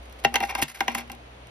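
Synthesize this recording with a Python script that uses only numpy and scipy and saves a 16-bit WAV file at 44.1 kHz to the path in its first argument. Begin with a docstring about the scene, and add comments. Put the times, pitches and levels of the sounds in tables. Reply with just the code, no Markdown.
"""A quiet room with mains hum, two close microphones at a cloth-rimmed jar: coins drop one after another
onto its hollow plastic insert, bounce, rattle and slide to rest. Each hit rings the insert's decaying
modes and cracks as a noise burst; rattles are dense grains driving the same modes, ticks only crack.
Sliding is fluttering hiss, knocks are dull rings, the air is shaped noise and the hum two sines."""
import sys
import numpy as np
from scipy import signal
from scipy.fft import rfft, irfft
from scipy.io import wavfile

SR = 44100
rng = np.random.default_rng(int(sys.argv[2]) if len(sys.argv) > 2 else 0)


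def generate_wav(sig):
    """Save sig (samples, or channels by samples) to the path in sys.argv[1] as 16-bit PCM at SR."""
    pcm = np.round(np.clip(np.atleast_2d(sig).T, -1, 1) * 32767).astype(np.int16)
    wavfile.write(sys.argv[1], SR, pcm)


def natural_amplitude(level_db):
    """Convert a level in decibels to a linear amplitude factor, elementwise."""
    exponent = np.asarray(level_db, float) / 20
    return 10 ** exponent


N = 66150  # 1.5 s

# mains hum: (time [s], fundamental level [dB], octave level before a 3 dB cut [dB])
HUM = [(0, -42.5, -80), (.2, -45.5, -76), (.4, -44, -52.5), (.6, -43, -58), (.85, -47.5, -53),
       (1.0, -49, -53), (1.08, -46.5, -52), (1.5, -52.5, -52)]
HUM_HZ = 61.1
# colour of the room air: (frequency [Hz], density [dB per Hz])
AIR_COLOUR = [(25, -45), (50, 14), (90, 3), (150, 1), (300, 1.5), (650, 2), (1200, -6.5), (3000, -10),
              (5500, -22), (6800, -24), (7600, -54.5), (8500, -24), (10500, -27), (13000, -35),
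              (14500, -69), (18000, -67)]
# stereo width of the air: (frequency [Hz], side minus mid [dB])
AIR_SIDE = [(60, -17), (110, -4.5), (200, -19), (380, -5), (700, 1), (1290, 1.5), (2380, 1.5), (4400, 1.7),
            (6300, -4.5), (7600, 26), (8800, 0), (11000, -11), (13500, 3), (16000, 5)]
# slow sway of the air, with a brief dip, on top of AIR_DB: (time [s], level [dB])
AIR_SWAY = [(0, 2.5), (.6, 5.5), (.68, -5), (.74, -3.5), (.85, 7), (1.1, 2.25), (1.5, 2.4)]
AIR_DB = -52.5

# hiss of metal sliding on plastic, before it is doubled: (time [s], level [dB])
SLIDE = [(.02, -69), (.12, -76.5), (.26, -73), (.34, -69), (.45, -50.5), (.56, -99), (.65, -60.5),
         (.72, -59.5), (.79, -59.5), (.86, -69), (.98, -63), (1.05, -69), (1.1, -92)]
# colour of that hiss: (frequency [Hz], density [dB per Hz])
SLIDE_COLOUR = [(590, -21), (1000, -5.5), (2200, 1), (3500, -8), (5500, -9), (7000, -9), (10500, -9),
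                (13000, -13), (14200, -20), (17000, -57)]
SLIDE_FLUTTER_DB, SLIDE_FLUTTER_HZ = 6, 39  # rms depth, low-pass corner of the flutter

# coins tick against each other: (time [s], level [dB])
TICKS = [(0.098, -44), (0.126, -39.5), (0.2008, -41), (0.499, -35), (.593, -36), (0.748, -37.5), (.9, -38),
         (0.918, -35), (.925, -45), (0.959, -38), (0.975, -36), (1.003, -37), (1.009, -38), (0.984, -23),
         (1.1179, -28.5), (1.12, -42), (1.15, -41.5), (1.471, -42)]
# sharp contacts; the last five columns are relative to the hit: (time [s], level [dB],
# hollow ring [dB], upper ring [dB], plate ring [dB], crack [dB], boom [dB])
HITS = [(.248, -8, 1, -4, -0.45, -0.5, -7), (.342, -14, -2.5, -7, -7, 2.5, -6),
        (.357, -12, -3.5, -2, 0.7, 8, -11.5), (0.404, -20, -1.5, 6, -3.5, 3, 3),
        (.436, -19, -0.5, -9, -2.3, -3, -9.5), (.551, -22, -24, 8, 1.7, 9, -2.5),
        (.623, -16.5, -7, 3, 0.5, -3, -8), (.806, -14.5, 4, 1, -0.5, 4, -9),
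        (.880, -15.5, -0.5, -0.5, 0, 2.7, 1.5), (.949, -18.5, -3, -2.5, -2, 0.5, 3),
        (1.098, -34.5, 3.5, 3, 2.5, 7, 9.5)]
# a coin wobbles or skids in dense small contacts; the last two columns are relative to the level:
# (middle [s], level [dB], half-length [s], hollow ring [dB], crack [dB])
RATTLES = [(0.242, -29.5, 0.0059, -1, 3), (0.347, -19.5, 0.01, 1, -29), (0.364, -13.5, 0.012, -18, -30),
           (.43, -16, 0.0083, 7.5, -3), (0.502, -18, 0.02, -7.5, -6.5), (0.526, -26.5, 0.0046, 4, -29),
           (0.588, -30, 0.015, 1, 9), (0.597, -24.5, 0.023, 7, -31), (0.627, -20, 0.012, -1, 15.5),
           (0.329, -41, 0.012, 18, -19), (0.41, -22, 0.012, 8.5, -18), (0.952, -29.5, 0.0058, 1, 22),
           (0.555, -24, 0.022, -8, -17), (0.695, -33.5, 0.018, -8, 7.5), (0.767, -39.5, 0.028, -2, 1),
           (0.909, -26.5, 0.036, -9, -19), (0.877, -40, 0.012, 4, -13), (0.981, -24, 0.024, -2, -2),
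           (1.008, -32, 0.031, -2.5, -17), (1.126, -38, 0.017, 8.5, -20)]
RATTLE_PER_S, RATTLE_SPREAD_DB = 3500, 3

# lowest mode of the insert: (frequency [Hz], level [dB], t60 [s])
BOOM = [(238.5, -13.5, 0.43)]
# hollow modes of the insert: (frequency [Hz], level [dB], t60 [s])
HOLLOW = [(360, -21.5, 0.039), (292, -21, 0.045), (600, -27.5, 0.028), (720, -12.5, 0.065),
          (793.2, -4.5, 0.064)]
# short modes above the hollow ring: (frequency [Hz], level [dB], t60 [s])
UPPER = [(920, -6, 0.027), (963, -7.5, 0.018)]
# plate modes of the insert: (frequency [Hz], level [dB], t60 before the cap below [s])
PLATE = [(1025, -7.5, 0.02), (1420, -12.5, 0.035), (1569, -11.5, 0.034), (1672, -17, 0.033),
         (1867, -9.5, .03), (1960, -8.5, 0.039), (2094, -5, 0.074), (2424, -8.5, 0.035), (2637, -17, 0.055),
         (2718, -4, 0.039), (2824, -12, 0.04), (3190, -13.5, 0.018), (3665, -16.5, 0.035),
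         (4287, -21, 0.025), (5320, -18, 0.031), (5850, -18.5, 0.026)]
LONGEST_PLATE_T60_S = .025
HOLLOW_SPREAD_DB, PLATE_SPREAD_DB = -0.5, 3  # strength varies from hit to hit
HOLLOW_DETUNE, PLATE_DETUNE = 0.014, .016  # tuning varies too, as a share of the frequency
HOLLOW_LAG_S, BOOM_LAG_S = 0.001486, 0.00492  # these modes speak late
CONTACT_S = 0.002198  # modes start scattered over this time
DAMP_S = 0.013  # time constant of the fade once the next coin lands
RATTLE_RING_SHARE = .6  # a coin lying on the insert shortens its ring
PLATE_SIDE_DB = -8
BODY_CUT_HZ = 200  # high-pass under the coins

# colour of the cracks: (frequency [Hz], density [dB per Hz])
CRACK = [(590, -35), (1000, -10.5), (2870, -5.5), (4350, -11), (5990, -9.5), (7680, -8.5), (11200, -11),
         (14200, -14.5), (16000, -24), (17000, -53)]
CRACK_DB, CRACK_T60_S = -8, 0.0049
CRACK_TAIL_DB, CRACK_TAIL_T60_S = -15, 0.044
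RATTLE_CRACK_DB = -8.5
TAIL_CUT_HZ = 14700
GRIT_FROM_HZ, GRIT_LOW_DB = 9400, -3  # tails, ticks and rattles are cut below, so crack brighter

# dull knocks through the jar, before the push filter: (level [dB], frequency [Hz], t60 [s])
JOLT = [(-27.5, 145, 0.087), (-23.5, 390, 0.084), (-34, 476, 0.071), (-15.5, 300, 0.031),
        (-21.5, 329, 0.042), (-31, 146, 0.14)]
# moments of the knocks, one for each row above: (time [s])
JOLT_S = [.257, .251, .252, .628, .627, .636]
PUSH_HZ = 523  # a soft push holds little above this

# phase gap between the microphones: (frequency [Hz], left leads [radians])
LEAD = [(0, 0), (700, -.4), (1210, -1.1), (1550, .4), (2500, 1.1), (3880, 1.6), (5000, -.4), (6200, -1.8),
        (7000, -3), (8300, -3.25), (9000, -2), (10000, -.2), (11800, .2), (13000, 1.8), (14200, 3),
        (15100, 3.6), (15600, 6), (17000, 6)]
# level gap between the microphones: (frequency [Hz], left minus right [dB])
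BALANCE = [(60, 5), (200, -0.5), (380, 0), (700, 4.4), (1290, -2.2), (2380, 0.5), (4400, -3.7),
           (8120, 3.45), (15000, -1.5)]
ROOM_T60_S, ROOM_DB, ROOM_DELAY_S = 0.12, -8.5, 0.0032  # the delay is the swell of the tail
WALL_CUT_HZ, ROOM_WIDE_HZ = 4630, 490  # low-pass of the tail, high-pass of its side
# microphone colour: (frequency [Hz], gain [dB])
MIC = [(20, -2), (6000, 1), (9500, -1.5), (20000, 2.5)]
# the bass drops out after the knocks and returns: (time [s], gain [dB])
BASS_DIP = [(0, 0.5), (.645, -4.5), (.675, -33), (.72, -45), (.79, -9), (.83, -6), (1.5, 1)]
BASS_HZ = 132


def rms_one(x):
    """Scale to rms 1."""
    return x / np.sqrt(np.mean(x ** 2) + 1e-20)


def in_time(rows):
    """Curve columns at every sample."""
    s, *columns = np.transpose(rows)
    return [np.interp(np.arange(N) / SR, s, column) for column in columns]


def at_hz(points, size):
    """A table read on the log-frequency grid of a transform."""
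    hz, value = np.transpose(points)
    return np.interp(np.log(np.fft.rfftfreq(size, 1 / SR) + 1), np.log(hz + 1), value)


def colour(x, spectrum):
    """Shape by a spectrum; white noise of rms 1 keeps rms 1."""
    gain = natural_amplitude(at_hz(spectrum, N))
    return irfft(rfft(x) * rms_one(gain), N)


def passed(x, order, hz, kind="low"):
    """Butterworth low-pass or high-pass."""
    return signal.sosfilt(signal.butter(order, hz, kind, fs=SR, output="sos"), x)


def below(x, order, hz):
    """The part of a sound below a corner, with no phase shift."""
    return signal.sosfiltfilt(signal.butter(order, hz, fs=SR, output="sos"), x)


def clicks(s, db):
    """Single-sample impulses."""
    out = np.zeros(N)
    at = np.clip((np.asarray(s) * SR).astype(int), 0, N - 1)
    np.add.at(out, at, natural_amplitude(db))
    return out


def ring(x, hz, t60):
    """A unit click sets a decaying sine of starting height 1 ringing."""
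    r, w = natural_amplitude(-60 / (t60 * SR)), 2 * np.pi * hz / SR
    return signal.lfilter([0, np.sin(w)], [1, -2 * r * np.cos(w), r * r], x + 1e-18)


def fade(x, t60):
    """Each click starts an exponential envelope."""
    return signal.lfilter([1], [1, -natural_amplitude(-60 / (t60 * SR))], x + 1e-18)


def background():
    """Room air as shaped noise, its width varying with frequency, and mains hum as two sines."""
    mid, side = rng.standard_normal((2, N))
    side = irfft(rfft(side) * natural_amplitude(at_hz(AIR_SIDE, N)), N)
    sway_db, = in_time(AIR_SWAY)
    air = natural_amplitude(AIR_DB + sway_db) * colour(np.array([mid + side, mid - side]), AIR_COLOUR)
    first_db, second_db = in_time(HUM)
    turn = 2 * np.pi * HUM_HZ * np.arange(N) / SR
    hum = natural_amplitude(first_db) * np.sin(turn) + natural_amplitude(second_db - 3) * np.sin(2 * turn)
    return air + np.sqrt(2) * hum


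def slide():
    """Fine, uneven scraping of coins on plastic: coloured noise with a random flutter."""
    lead_in, fade_out = (SLIDE[0][0] - .02, -110), (SLIDE[-1][0] + 0.14, -110)
    level_db, = in_time([lead_in] + list(SLIDE) + [fade_out])
    flutter = rms_one(passed(rng.standard_normal(N), 2, SLIDE_FLUTTER_HZ))
    hiss = colour(rng.standard_normal(N), SLIDE_COLOUR)
    return natural_amplitude(level_db + SLIDE_FLUTTER_DB * flutter) * 2 * hiss


def bumps(db):
    """Bell-shaped envelopes of the rattles."""
    t = np.arange(N) / SR
    return sum(natural_amplitude(g) * np.exp(-2 * ((t - row[0]) / row[2]) ** 2) for row, g in zip(RATTLES, db))


def rattle_grains():
    """Random tiny contacts of either sign and uneven strength, with energy 1 per 10 ms."""
    present = rng.random(N) < RATTLE_PER_S / SR
    sign = rng.choice([-1, 1], N)
    strength = natural_amplitude(RATTLE_SPREAD_DB * np.minimum(rng.exponential(1, N), 3))
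    grains = present * sign * strength
    return grains / np.sqrt(np.sum(grains ** 2) / (N / SR * 100))


def struck(modes, hit_db, drive, lag_s, detune, spread_db):
    """Each hit rings every mode at its own moment, strength and tuning, damped once the next lands;
    the drive excites the same modes densely."""
    s, out = np.array(HITS)[:, 0], np.zeros(N + SR)
    hz, level_db, t60 = np.transpose(modes)[:, :, None]
    sign = (-1.) ** np.arange(len(modes))[:, None]
    t = np.arange(SR // 2) / SR
    for start, until, db in zip(s, np.diff(s, append=N), hit_db):  # the last hit rings undamped
        when = rng.random(hz.shape)
        how = np.clip(rng.standard_normal(hz.shape), -2, 1.5)
        shift = rng.uniform(-0.74, 1, hz.shape)
        age = np.maximum(t - lag_s - CONTACT_S * when, 0)
        height = sign * natural_amplitude(db + level_db + spread_db * how - 60 * age / t60)
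        rings = height * np.sin(2 * np.pi * hz * (1 + detune * shift) * age)
        at = int(start * SR)
        out[at:at + len(t)] += rings.sum(0) * np.exp(-np.maximum(t - until, 0) / DAMP_S)
    driven = sum((-1) ** k * natural_amplitude(g) * ring(drive, f, d * RATTLE_RING_SHARE)
                 for k, (f, g, d) in enumerate(modes))
    return out[:N] + driven


def capped(modes):
    """Limit the decay times of modes to the longest plate ring."""
    return np.minimum(modes, [SR, 0, LONGEST_PLATE_T60_S])


def insert_rings(grains):
    """Hits and rattles set the hollow, plate and upper modes ringing; only hits sound the boom."""
    _, db, hollow, upper, plate, _, boom = np.transpose(HITS)
    _, r_db, _, r_hollow, _ = np.transpose(RATTLES)
    rattle = grains * bumps(r_db)
    hollow_rattle = grains * bumps(r_db + r_hollow)
    out = struck(HOLLOW, db + hollow, hollow_rattle, HOLLOW_LAG_S, HOLLOW_DETUNE, HOLLOW_SPREAD_DB)
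    out = out + struck(capped(PLATE), db + plate, rattle, 0, PLATE_DETUNE, PLATE_SPREAD_DB)
    out = out + struck(UPPER, db + upper, rattle, HOLLOW_LAG_S, PLATE_DETUNE, HOLLOW_SPREAD_DB)
    return out + struck(BOOM, db + boom, np.zeros(N), BOOM_LAG_S, 0, 0)


def cracks(grains):
    """Contact noise: short bursts for hits, ticks and rattle grains, a longer tail on hits and ticks."""
    s, db, _, _, _, crack, _ = np.transpose(HITS)
    _, r_db, _, _, r_crack = np.transpose(RATTLES)
    blows, ticks = clicks(s, db + crack + CRACK_DB), clicks(*np.transpose(TICKS))
    tails = natural_amplitude(CRACK_TAIL_DB) * fade(blows + ticks, CRACK_TAIL_T60_S)
    rattles = natural_amplitude(RATTLE_CRACK_DB) * fade(np.abs(grains) * bumps(r_db + r_crack), CRACK_T60_S)
    envelope = tails + rattles + fade(ticks, CRACK_T60_S)
    grit = passed(envelope * rng.standard_normal(N), 6, TAIL_CUT_HZ)
    grit = grit + (natural_amplitude(GRIT_LOW_DB) - 1) * below(grit, 2, GRIT_FROM_HZ)
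    sharp = fade(blows, CRACK_T60_S) * rng.standard_normal(N)
    return colour(grit + sharp, CRACK)


def coins():
    """Hits and rattles ring the insert and crack; ticks only crack."""
    grains = rattle_grains()
    return passed(insert_rings(grains) + cracks(grains), 4, BODY_CUT_HZ, "high")


def plate_side():
    """Another mix of the upper and plate modes, opposite at the two microphones."""
    _, db, _, _, plate, _, _ = np.transpose(HITS)
    modes = capped(UPPER + PLATE)
    rings = struck(modes, db + plate, np.zeros(N), 0, PLATE_DETUNE, PLATE_SPREAD_DB)
    return natural_amplitude(PLATE_SIDE_DB) * rings * [[1], [-1]]


def jolt():
    """Dull knocks through the jar: low rings softened by a one-pole low-pass."""
    knocks = sum(ring(clicks([s], db), hz, t60) for s, (db, hz, t60) in zip(JOLT_S, JOLT))
    r = np.exp(-2 * np.pi * PUSH_HZ / SR)
    return signal.lfilter([1 - r], [1, -r], knocks)


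def two_mics(x):
    """The near sound reaches the microphones with a level and phase gap, split evenly between them."""
    turn = natural_amplitude(at_hz(BALANCE, N) / 2) * np.exp(.5j * at_hz(LEAD, N))
    return irfft(rfft(x) * np.array([turn, 1 / turn]), N)


def room(x):
    """Diffuse tail: dying noise, dull, alike on both sides in the bass."""
    t = np.arange(SR // 2) / SR
    noise = rng.standard_normal((2, len(t)))
    mid, side = noise * natural_amplitude(-60 * t / ROOM_T60_S) * np.minimum(t / ROOM_DELAY_S, 1) ** 2
    side = passed(side, 1, ROOM_WIDE_HZ, "high")
    tail = np.array([mid + side, mid - side]) / np.sqrt(2 * np.sum(mid ** 2))
    tail = passed(tail, 2, WALL_CUT_HZ)
    return natural_amplitude(ROOM_DB) * signal.fftconvolve(x[None], tail, axes=1)[:, :N]


def scene():
    """Near coins, their room, the knocks and the background."""
    near = coins() + slide()
    return two_mics(near) + plate_side() + room(near) + jolt() + background()


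def roll_off(x):
    """The treble ends steeply here."""
    return signal.sosfilt(signal.butter(12, 17140, fs=SR, output="sos"), x)


def record(dry):
    """Microphone colour, then a passing dip in the bass."""
    x = irfft(rfft(dry) * natural_amplitude(at_hz(MIC, N)), N)
    dip_db, = in_time(BASS_DIP)
    mix = x + (natural_amplitude(dip_db) - 1) * below(x, 1, BASS_HZ)
    return roll_off(mix)


dry = scene()
out = record(dry)
generate_wav(out)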